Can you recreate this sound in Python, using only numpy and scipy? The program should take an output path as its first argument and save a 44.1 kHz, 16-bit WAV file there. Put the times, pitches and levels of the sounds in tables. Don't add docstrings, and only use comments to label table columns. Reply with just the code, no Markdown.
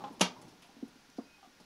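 import sys
import numpy as np
from scipy import signal
from scipy.fft import rfft, irfft
from scipy.io import wavfile

SR = 44100
rng = np.random.default_rng(int(sys.argv[2]) if len(sys.argv) > 2 else 0)


def wav_out(sig):
    wavfile.write(sys.argv[1], SR, np.round(np.clip(np.atleast_2d(sig).T, -1, 1) * 32767).astype(np.int16))


N = 72765
T = np.arange(N) / SR

# frequency in Hz, density in dB per Hz.
HISS_SPECTRUM = [(25, 3.5), (100, -0.5), (250, -1.5), (500, -2), (800, -3), (1500, -1), (2100, -2.5),
                 (4000, -4), (5800, -4.5), (8000, -16), (10500, -15.5), (13000, -20.5), (15500, -22)]
RUMBLE_SPECTRUM = [(60, -38), (110, -5.5), (160, -2.5), (300, -3), (550, -13), (900, -8), (1500, -29.5),
                   (4000, -31), (12000, -45)]
CLAW_SPECTRUM = [(300, 10), (1500, 14), (3500, 9.5), (5800, 8.5), (8500, 1), (10500, 9), (12500, -3),
                 (15500, -15)]
AXLE_RATTLE_SPECTRUM = [(80, -42), (180, -1.5), (550, 4.5), (850, 0), (1250, 5.5), (1800, -10.5),
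                        (3600, -7), (7000, -25), (15000, -70)]
RUNG_SPECTRUM = [(150, -17), (250, -8), (500, -1), (800, -4), (1300, 2), (2000, -8), (6000, -20)]
CAGE_SPECTRUM = [(400, -8), (700, -7.5), (1050, -3.5), (1500, -7.5), (2000, -7.5), (3300, -1), (4100, -5.5),
                 (5600, -5), (6600, -9), (8600, -20.5), (10500, -11), (11600, -16.5), (12500, -33),
                 (15500, -40)]
CONTACT_SPECTRUM = [(60, -4), (120, -10), (200, 8), (400, -3.5), (1000, 6), (2000, -12), (3200, 2),
                    (4200, -12.5), (6200, 0.5), (8600, -18.5), (10600, -6.5), (11700, -28.5), (12500, -34),
                    (15500, -63)]
# frequency in Hz, level in dB, T60 in seconds.
DRUM_MODES = [(267.7, 1.5, 0.046), (246.2, -16, 0.22), (312, 4.5, 0.022), (395.7, -6, 0.047),
              (471.5, -9.5, 0.067), (697, -5, 0.0394), (1050, -16.5, 0.059), (1316, -23, 0.075)]
FRAME_MODES = [(182.4, 7.5, 0.18), (251, -5.5, 0.32), (339.5, -3.5, 0.18), (401, -6.5, 0.08),
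               (474.6, 1, 0.12), (615, -3.5, .24), (828, -7, 0.086), (850, 2, 0.12), (960, 2, 0.2),
               (1278, -4.5, 0.19), (1332, -6, 0.19), (2251, 0, 0.17), (2473, -12, 0.25), (2766, 3, 0.11),
               (2800, -5.5, 0.18), (3200, 1.5, 0.1), (3444, -12, 0.065), (4428, -9, .14), (4700, -7, 0.17),
               (6486, 0, 0.066)]
JOLT_MODES = [(204, -18, 0.055)]
# frequency in Hz, T60 in seconds.
CAGE_DECAY = [(400, 0.3), (900, 0.29), (2500, 0.21), (6000, 0.2), (11000, 0.12)]
# time in seconds, level in dB.
RUMBLE_ENVELOPE = [(0, -50), (.2, -57.5), (.45, -56), (.65, -67), (.85, -63), (1.1, -70.5), (1.65, -72.5)]
# start in seconds, length in seconds, pitch in Hz, level in dB.
AXLE_SQUEALS = [(1.09, .11, 5900, -74), (1.14, 0.14, 4820, -72.5), (1.22, 0.22, 2510, -70.5),
                (0.67, 0.99, 1540, -78.5)]
# start in seconds, level in dB, T60 in seconds, resonance in Hz.
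CLAW_SKIDS = [(0.126, -64.5, .15, 9900), (0.414, -57.5, 0.14, 7700), (0.479, -61, 0.22, 5200),
              (0.621, -56, 0.21, 3060), (0.661, -69, 0.13, 9900), (.878, -62.5, 0.058, 11000),
              (1.099, -51.5, 0.016, 6040), (1.169, -63, 0.23, 4870), (1.601, -58, 0.094, 5300)]
# start in seconds, level in dB, lower and upper mode in Hz.
AXLE_KNOCKS = [(.004, -46.5, 806, 1144), (.016, -48, 870, 1099), (0.0389, -34.5, 817, 1039),
               (.048, -48.5, 773, 1118), (.071, -44, 850, 1010), (.149, -58, 804, 1100),
               (.365, -52.5, 968, 1050), (.425, -56, 853, 984), (.525, -60.5, 741, 1063),
               (.645, -57.5, 702, 970), (.69, -57.5, 800, 983), (1.38, -62, 800, 1110),
               (1.428, -52, 783, 1192), (1.446, -55, 727, 1150)]
# start in seconds, level in dB, low-pass cutoff in Hz.
DRUM_THUMPS = [(0.037, -43, 690), (0.098, -42.5, 447), (.108, -37.5, 443), (0.174, -46, 400),
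               (0.451, -54, 496), (0.479, -51, 450), (0.686, -58.5, 477), (.764, -44, 506),
               (0.785, -47.5, 303), (0.8252, -26, 366), (0.879, -49, 355), (.955, -49.5, 403),
               (0.98, -57, 400), (1.088, -52.5, 346), (1.1833, -26.5, 850), (1.236, -51.5, 400),
               (1.468, -50.5, 355), (1.489, -57, 300), (1.601, -52.5, 1100)]
# start in seconds, level in dB.
STAND_BUMPS = [(.416, -76), (0.531, -72), (1.6, -61)]
CLACK_CONTACTS = [(.196, -27), (0.2049, -27), (.2093, -3), (0.2126, 0.5), (0.2151, -0.5), (0.2178, -14)]


def undb(db):
    return 10 ** (np.asarray(db) / 20)


def along(table, hz):
    table_hz, values = np.array(table, float).T
    return np.interp(np.log(hz + 1e-3), np.log(table_hz), values)


def bin_gains(spectrum):
    return undb(along(spectrum, np.fft.rfftfreq(N, 1 / SR)))


def noise(spectrum):
    y = irfft(rfft(rng.standard_normal(N)) * bin_gains(spectrum), N)
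    return y / y.std()


def rise(tau_s):
    return 1 - np.exp(-T / tau_s)


def fade(t60_s):
    return undb(-60 * T / t60_s)


def delay(x, start_s):
    return np.concatenate([np.zeros(int(start_s * SR)), x])[:N]


def ring(modes):
    return sum(undb(db) * fade(t60_s) * np.sin(2 * np.pi * hz * T) for hz, db, t60_s in modes)


def soften(x, cutoff_hz):
    return signal.sosfilt(signal.butter(3, cutoff_hz, fs=SR, output="sos"), x)


def thin(x, cutoff_hz):
    return signal.sosfilt(signal.butter(5, cutoff_hz, "high", fs=SR, output="sos"), x)


def background(hiss_db=-64, whine_db=-78.5, whine_hz=1416):
    whine = np.sqrt(2) * np.sin(2 * np.pi * whine_hz * T)
    return undb(hiss_db) * noise(HISS_SPECTRUM) + undb(whine_db) * whine


def room(x, wet_db=-17):
    tail = delay(rng.standard_normal(N) * fade(t60_s=0.32), start_s=0.012)
    return x + undb(wet_db) * signal.fftconvolve(x, tail / np.linalg.norm(tail))[:N]


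def rumble():
    level_db = np.interp(T, *np.array(RUMBLE_ENVELOPE).T)
    return noise(RUMBLE_SPECTRUM) * undb(level_db)


def squeals(relative_bandwidth=0.0041):
    out = 0
    for start_s, length_s, hz, db in AXLE_SQUEALS:
        swell = np.sin(np.pi * np.minimum(T / length_s, 1))
        resonance = signal.iirpeak(hz, 1 / relative_bandwidth, fs=SR)
        rub = signal.lfilter(*resonance, rng.standard_normal(N))
        out += undb(db) * delay(swell * rub / rub.std(), start_s)
    return out


def scratches(resonance_db=6):
    out = 0
    for start_s, db, t60_s, hz in CLAW_SKIDS:
        grit = noise(CLAW_SPECTRUM)
        grit += undb(resonance_db) * signal.lfilter(*signal.iirpeak(hz, Q=3.3, fs=SR), grit)
        skid = grit / grit.std() * fade(t60_s) * rise(tau_s=0.0013)
        out += undb(db) * delay(skid, start_s)
    return out


def knocks(mode_t60_s=0.15, upper_db=-6, rattle_db=-9):
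    out = 0
    for start_s, db, lower_hz, upper_hz in AXLE_KNOCKS:
        tones = ring([(lower_hz, 0, mode_t60_s), (upper_hz, upper_db, mode_t60_s)])
        rattle = undb(rattle_db) * noise(AXLE_RATTLE_SPECTRUM) * fade(t60_s=0.14)
        out += undb(db) * delay((tones + rattle) * rise(tau_s=0.00041), start_s)
    return out


def bumps():
    stand = soften(ring(FRAME_MODES), cutoff_hz=835)
    return sum(undb(db) * delay(stand, start_s) for start_s, db in STAND_BUMPS)


def thumps(chatter_db=-19.5):
    chatter = undb(chatter_db) * noise(RUNG_SPECTRUM) * fade(t60_s=0.26)
    drum = thin((ring(DRUM_MODES) + chatter) * rise(tau_s=0.0027), cutoff_hz=180)
    return sum(undb(db) * delay(soften(drum, hz), start_s) for start_s, db, hz in DRUM_THUMPS)


def cage(mode_count=700, scatter_db=2.5):
    jitter, phases = rng.random((mode_count, 2)).T
    modes_hz = 400 + 15000 * ((np.arange(mode_count) + jitter) / mode_count) ** 1.4
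    gains = undb(along(CAGE_SPECTRUM, modes_hz) + scatter_db * rng.standard_normal(mode_count))
    gains *= modes_hz ** (1 / 7)
    gains *= np.sqrt(2) / np.linalg.norm(gains)
    t = T[:SR // 2]
    out = 0
    for hz, gain, phase, t60_s in zip(modes_hz, gains, phases, along(CAGE_DECAY, modes_hz)):
        out += gain * undb(-60 * t / t60_s) * np.sin(2 * np.pi * (hz * t + phase))
    return np.pad(out, (0, N - len(out)))


def click():
    cepstrum = irfft(np.log(bin_gains(CONTACT_SPECTRUM)), N)
    causal_fold = np.where(T == 0, 1, 2 * (T < T[-1] / 2))
    pulse = irfft(np.exp(rfft(cepstrum * causal_fold)), N)
    return pulse / np.abs(pulse).max()


def clack(click_db=-16.5, crack_db=-15.5, cage_db=-29.5, frame_db=-32.5, jolt_lead_s=0.0033):
    attack = rise(tau_s=0.00023)
    wires = undb(cage_db) * cage()
    pulse = undb(click_db) * click()
    out = 0
    for start_s, db in CLACK_CONTACTS:
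        crack = undb(crack_db) * noise(CONTACT_SPECTRUM) * fade(t60_s=0.019)
        out += undb(db) * delay(pulse + attack * (crack + wires), start_s)
    hardest_s = max(CLACK_CONTACTS, key=lambda row: row[1])[0]
    frame = undb(frame_db) * ring(FRAME_MODES) * attack
    jolt = ring(JOLT_MODES) * rise(tau_s=0.0039)
    return out + delay(frame, hardest_s) + delay(jolt, hardest_s - jolt_lead_s)


def scene():
    blows = thin(clack() + room(thumps() + bumps() + knocks()), cutoff_hz=163)
    return (blows + scratches() + rumble() + squeals() + background())[None]


def record(dry):
    return signal.sosfilt(signal.ellip(10, 0.2, 70, 15650, fs=SR, output="sos"), dry)


dry = scene()
out = record(dry)
wav_out(out)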